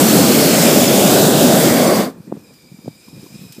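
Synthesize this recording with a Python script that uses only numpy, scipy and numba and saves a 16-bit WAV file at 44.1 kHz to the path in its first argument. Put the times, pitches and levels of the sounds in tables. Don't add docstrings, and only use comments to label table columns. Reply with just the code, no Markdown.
import sys
import numpy as np
from scipy import signal
from scipy.fft import rfft, irfft
from scipy.io import wavfile
from scipy.ndimage import uniform_filter1d, map_coordinates
from numba import njit

SR = 44100
rng = np.random.default_rng(int(sys.argv[2]) if len(sys.argv) > 2 else 0)


def invert_db(level):
    return 10 ** (np.asarray(level, dtype=float) / 20)


def log_audio(samples):
    frames = np.atleast_2d(samples).T
    limited = np.clip(frames, -1, 1)
    pcm = np.round(limited * 32767).astype(np.int16)
    wavfile.write(sys.argv[1], SR, pcm)


N = 158760
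TOP_HZ = 15300

# start_s, flame_level_db, jet_level_db
BURN_LEVELS = [(0.0, -6.5, -13), (0.05, -9.5, -14), (0.1, -10.5, -12.5), (0.22, -8, -14),
               (0.27, -10, -13.5), (0.84, -10.5, -13.5), (0.88, -13, -16.5), (0.9, -11, -15),
               (1.13, -9, -13), (1.29, -9.5, -15.5), (1.62, -10, -14.5), (2.01, -13, -22.5),
               (2.05, -21, -28), (2.07, -18.5, -35.5), (2.16, -53, -64), (2.2, -28, -69)]
# frequency_hz, density_db
PILOT_AIR_SHAPE = [(600, -11.5), (1900, -16.5), (5000, -10.5), (6300, -14), (8500, -11), (10800, -18.5),
                   (12300, -10.5), (13300, -19), (14600, -16.5)]


def level(x, db):
    return x * invert_db(db) / np.sqrt(np.mean(x ** 2))


def curve(rows, col):
    rows = np.array(rows, float)
    return np.interp(np.arange(N) / SR, rows[:, 0], rows[:, col])


@njit
def svf(x, hz, width, rate):
    y, b, l = np.empty(len(x)), 0., 0.
    for i in range(len(x)):
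        g, k = np.tan(np.pi * hz[i] / rate), width / hz[i]
        v = (b + g * (x[i] - l)) / (1 + g * (g + k))
        b, l, y[i] = 2 * v - b, l + 2 * g * v, k * v
    return y


def resonance(x, hz, width_hz):
    return svf(x, np.full(N, 1.) * hz, 1. * width_hz, 1. * SR)


def walk(rate):
    hold = int(SR / rate)
    steps = np.repeat(rng.standard_normal(N // hold + 1), hold)
    v = uniform_filter1d(uniform_filter1d(steps, hold), hold)[:N]
    return v - uniform_filter1d(v, size=SR // 4)


def eddies(shape, walk_db, flicker_db, flicker_rate):
    f = np.maximum(np.arange(N // 2 + 1) * SR / N, 1)
    hz, db = np.array(shape, float).T
    white = rfft(rng.standard_normal(N)) * invert_db(np.interp(np.log(f), np.log(hz), db, left=-90))
    out, swell = 0, walk_db * walk(flicker_rate)
    for octave in np.arange(np.log2(hz[0]), np.log2(hz[-1]) + 1, 1 / 3):
        overlap = np.clip(1 - 3 * np.abs(np.log2(f) - octave), 0, 1)
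        band = irfft(white * overlap, N)
        out = out + band * invert_db(swell + flicker_db * walk(flicker_rate))
    return level(out, 0)


def flame_rumble():
    # frequency_hz, density_db
    flame_shape = [(30, -14), (64, -32), (139, -6.5), (230, 0), (386, -7), (620, -12), (790, -14.5),
                   (900, -20), (2200, -27), (3200, -60)]
    return eddies(flame_shape, -0.9, 1.5, 13.9) * invert_db(curve(BURN_LEVELS, 1))


def jet_hiss():
    # frequency_hz, density_db
    jet_shape = [(1500, 1), (2500, 2.5), (4300, -2.5), (5900, -0.5), (8700, 0.5), (9400, -3), (11000, -1.5),
                 (15000, -1)]
    # pitch_hz, width_hz, level_db
    coil_tones = [
        (2170, 290, -16.5),
        (4630, 650, -17),
    ]
    coil = sum(level(resonance(rng.standard_normal(N), hz, width), db) for hz, width, db in coil_tones)
    heat = np.clip((np.arange(N) / SR - 1.55) / 0.35, 0, 1)
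    jet = eddies([(800, -22)] + list(jet_shape), 0.52, 1.55, 16.0)
    jet = jet + coil * invert_db(8.5 * heat)
    return jet * invert_db(curve(BURN_LEVELS, 2))


def pan_mirror(jet):
    extra_path_m, mirror_top_hz, mirror_db = 0.215, 9700, -29
    late = np.arange(N) - extra_path_m / 343 * SR
    dull = signal.sosfiltfilt(signal.butter(2, mirror_top_hz, fs=SR, output="sos"), jet)
    return invert_db(mirror_db) * map_coordinates(dull, [late], order=3, mode="mirror")


def turning_phone(flame, jet):
    # start_s, ridge_hz, ridge_db, shadow_depth (0-1), shadow_hz
    hand = [(0, 4280, -9, 0.57, 2100), (.25, 4340, -1.5, .5, 1990), (.55, 4300, -3, 0.22, 1810),
            (.7, 3440, -7, 0.2, 1750), (1.0, 3500, -2.5, 0.52, 1840), (1.2, 3900, 2.5, 0.73, 2210),
            (1.5, 3700, 1.5, 0.64, 2080), (1.7, 3480, -11, 0.22, 2730), (1.95, 3500, -8, 0.38, 2560),
            (2.1, 3500, 0, 0.28, 2450)]
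    # start_s, low_glint_hz, low_glint_db, high_glint_hz, high_glint_db
    glint = [(0, 5130, -9, 7700, -6), (.4, 5200, -9, 7650, -12), (.7, 5170, 1, 7400, -3),
             (.95, 5200, -8, 7000, -7), (1.2, 5000, -6, 7550, -4.5), (1.5, 5030, -8, 7400, -11),
             (1.75, 4780, -10.5, 7700, -6.5), (2.1, 4700, -20, 7800, -18)]
    glint_widths = (350, 1200)
    # start_s, body_db, rim_hz, rim_db
    rim = [(0, -20, 1270, -6), (.4, -4, 1210, -10), (.8, 0.5, 1300, -11.5), (1.1, 1, 1470, -4),
           (1.5, 0.5, 1480, -5), (1.75, 0, 1110, -6), (1.95, 6, 1090, 7.5), (2.1, -6, 1070, 1)]
    roar = flame + jet + invert_db(curve(hand, 2)) * resonance(jet, curve(hand, 1), 500)
    for col, width in zip((1, 3), glint_widths):
        roar = roar + invert_db(curve(glint, col + 1)) * resonance(jet, curve(glint, col), width)
    body = invert_db(curve(rim, 1)) * resonance(flame, 598, 163)
    ring = invert_db(curve(rim, 3)) * resonance(roar, curve(rim, 2), 117)
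    roar = roar + body + ring
    return roar - np.clip(curve(hand, 3), 0, 1) * resonance(roar, curve(hand, 4), 1100)


def burner():
    shut_s, closing_s = 2.2, 0.096
    flame, jet = flame_rumble(), jet_hiss()
    roar = turning_phone(flame, jet + pan_mirror(jet))
    return roar * np.clip((shut_s - np.arange(N) / SR) / closing_s, 0, 1)


def wide_patches():
    # middle_s, low_hz, high_hz, level_db
    patches = [
        (.09, 5700, 6900, -23.5),
        (.09, 11000, 13700, -22),
        (.88, 4230, 6300, -22),
        (1.16, 9700, 10900, -26),
        (1.51, 11900, 13200, -26),
        (1.879, 5760, 8250, -26),
        (1.88, 13800, 15200, -30),
        (1.95, 4240, 5150, -29),
    ]
    patch_s = 0.03
    f, t = np.arange(N // 2 + 1) * SR / N, np.arange(N) / SR
    white, side = rfft(rng.standard_normal(N)), 0
    for s, lo_hz, hi_hz, db in patches:
        fade = np.cos(np.pi * np.clip((t - s) / patch_s, -.5, .5)) ** 2
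        side = side + level(irfft(white * (f > lo_hz) * (f < hi_hz), N), db) * fade
    return side * np.array([[1], [-1]])


def pilot_whistle(pitch_hz):
    # pitch_ratio, width_hz, level_db
    whistle_bands = [
        (.482, 120, -3),
        (.76, 140, -9),
        (1, 160, 0),
        (1.46, 380, -7),
        (1.94, 300, -12),
    ]
    upper = np.clip((np.arange(N) / SR - 2.3) / .18, .2, 1)
    tube = 0
    for ratio, width, db in whistle_bands:
        once = resonance(rng.standard_normal(N), ratio * pitch_hz, 1.6 * width)
        band = level(resonance(once, ratio * pitch_hz, 1.7 * width), 0)
        sputter = 1.8 * (walk(39.7) + walk(7.7))
        tube = tube + invert_db(db + sputter) * (upper if ratio > .5 else 1) * band
    return level(tube, 3)


def pilot():
    # start_s, hiss_db, whistle_hz, whistle_over_hiss_db
    pilot_course = [(2.14, -60.5, 4970, -5), (2.33, -58.5, 5130, -4), (2.47, -57.5, 5020, -1.5),
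                    (2.6, -58, 4850, -2), (2.95, -56.5, 4910, -2), (3.1, -54, 5080, -1),
                    (3.3, -51, 4990, -5), (3.42, -50.5, 5200, -2.5), (3.6, -52, 5080, -4.5)]
    # frequency_hz, density_db
    rumble_shape = [(24, -60), (40, -18), (215, -3.5), (446, -16), (503, -10.5), (604, -21), (1500, -29),
                    (1950, -32), (3300, -120)]
    # start_s, level_db
    lick_levels = [(2.12, -37), (2.23, -44), (2.36, -42.5), (2.52, -44.5), (2.62, -50), (2.7, -52.5),
                   (2.85, -45.5), (2.92, -48), (3.05, -49.5), (3.2, -44.5), (3.6, -51.5)]
    whistle = pilot_whistle(curve(pilot_course, 2)) * invert_db(curve(pilot_course, 3))
    air = invert_db(4.5) * eddies(PILOT_AIR_SHAPE, .8, 2.2, 24.86)
    rumble = eddies(rumble_shape, 2.2, 3, 30.06) * invert_db(curve(lick_levels, 1))
    return (whistle + air) * invert_db(curve(pilot_course, 1)) + rumble


def flutters():
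    # start_s, peak_db, pitch_hz, cycles
    early_licks = [(2.174, -32, 184, 4.9), (2.199, -25.5, 174, 2.8), (2.244, -40, 218, 3.4),
                   (2.269, -32, 312, 4.1), (2.275, -24, 210, 3.3), (2.293, -28, 215, 3.5),
                   (2.334, -25, 220, 4), (2.349, -27, 297, 3.4), (2.366, -29, 166, 4.1),
                   (2.373, -31, 402, 3.6), (2.714, -30, 155, 3.7), (2.738, -32, 178, 4.1),
                   (2.786, -31.5, 202, 3.6), (2.844, -29, 231, 2.3), (2.863, -26, 186, 2.3),
                   (2.869, -25, 147, 5.2), (2.901, -35, 142, 2.6), (3.078, -33.5, 233, 3.4),
                   (3.128, -32, 143, 2.9), (3.14, -31, 149, 3.2), (3.15, -40, 258, 2.5),
                   (3.167, -40, 250, 1.8), (3.157, -32, 122, 4.7), (3.179, -28, 178, 1.5),
                   (3.192, -27, 183, 2.1), (3.230, -29, 198, 1.4), (3.239, -28, 325, 3.2),
                   (3.261, -35, 298, 3.3), (3.082, -43, 1000, 8), (3.263, -42, 1020, 9.2)]
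    # start_s, peak_db, pitch_hz, cycles
    late_licks = [(3.303, -34, 178, 2.8), (3.317, -35, 156, 3), (3.341, -28, 200, 2.4),
                  (3.352, -24.5, 182, 2.9), (3.374, -41, 229, 2.4), (3.389, -30, 175, 2),
                  (3.409, -27.5, 166, 4.4), (3.427, -32, 220, 5.6), (3.446, -31, 181, 2.7),
                  (3.46, -31, 121, 1.9), (3.496, -33.5, 149, 4.1), (3.564, -38, 288, 2.7),
                  (3.566, -47, 950, 6), (3.586, -33, 450, 3.3), (3.581, -25, 228, 2.3),
                  (3.588, -32, 238, 2.9)]
    out, t = np.zeros(N), np.arange(N) / SR
    grit = eddies([(250, 17.0), (450, 0), (800, -15), (1300, -19.5)], 0, 0, 25.) * invert_db(-13)
    licks = list(early_licks) + list(late_licks)
    for (s, db, hz, cycles), turn in zip(licks, rng.random(len(licks))):
        progress = np.clip((t - s) * hz / max(cycles, 1) + .15, 0, 1)
        out += invert_db(db) * np.sin(np.pi * progress) ** 2 * (np.sin(2 * np.pi * (hz * (t - s) + turn)) + grit)
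    return out


def pops():
    # start_s, peak_db, ring_hz, suck_ms
    pop_events = [
        (2.3188, -22, 380, .8),
        (2.3246, -6.5, 370, .6),
        (2.368, -28, 520, .6),
        (2.8598, -27, 380, .9),
        (2.8805, -13, 260, 1.6),
    ]
    lead_hz, fall_ms, glide_ms, top_hz = 520, 2.3, 4.5, 1700
    out = 0
    for s, db, hz, suck_ms in pop_events:
        ms = (np.arange(N) / SR - s) * 1000
        after, before = np.maximum(ms, 0), np.minimum(ms, 0)
        turns = (hz * glide_ms * np.log1p(after / glide_ms) + lead_hz * before) / 1000
        envelope = np.exp(-after / fall_ms - (before / suck_ms) ** 2)
        out = out + invert_db(db) * envelope * np.cos(2 * np.pi * turns)
    out = out - uniform_filter1d(out, size=SR // 100)
    return signal.sosfiltfilt(signal.butter(2, top_hz, fs=SR, output="sos"), out)


def spits():
    # start_s, peak_db
    spit_events = [
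        (2.5361, -39),
        (2.8794, -41),
        (3.086, -38),
        (3.3394, -40),
        (3.5215, -25.5),
        (3.545, -34),
    ]
    rise_s, t60_s = 0.0018, 0.064
    out, t = np.zeros(N), np.arange(N) / SR
    spray = eddies(PILOT_AIR_SHAPE[1:], 0, 0, 25.)
    for s, db in spit_events:
        rise = np.clip((t - s) / rise_s, 0, 1)
        decay = invert_db(db - 60 * np.clip(t - s, 0, 1) / t60_s)
        out += rise * 0.43 * decay * (t >= s) * spray
    return out


def scene():
    mono = burner() + pilot() + flutters() + pops() + spits()
    return np.array([mono, mono])


def gate(x):
    from_hz, under_db, quiet_db = 5500, -9, -25
    f, _, z = signal.stft(x, SR, nperseg=2048)
    near = uniform_filter1d(uniform_filter1d(np.abs(z) ** 2, size=5, axis=1), size=3, axis=2)
    high = (f > from_hz) & (f < TOP_HZ)
    mean = near[:, high].mean(axis=1, keepdims=True)
    quiet = mean < mean.max() * invert_db(2 * quiet_db)
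    weak = high[:, None] & (near < mean * invert_db(2 * under_db)) & quiet
    return signal.istft(z * ~weak, SR, nperseg=2048)[1][:, :N]


def top_cut(x):
    return signal.sosfilt(signal.butter(12, 16520, fs=SR, output="sos"), x)


def record(dry):
    mic_low_hz, drive, gain_db = 91, .6, -1
    x = signal.sosfilt(signal.butter(2, mic_low_hz, "high", fs=SR, output="sos"), dry)
    x = np.tanh(drive * x) / drive
    x = signal.sosfilt(signal.ellip(12, .2, 90, TOP_HZ, fs=SR, output="sos"), x)
    mix = np.clip(invert_db(gain_db) * gate(x) + wide_patches(), -1, 1)
    return top_cut(mix)


dry = scene()
out = record(dry)
log_audio(out)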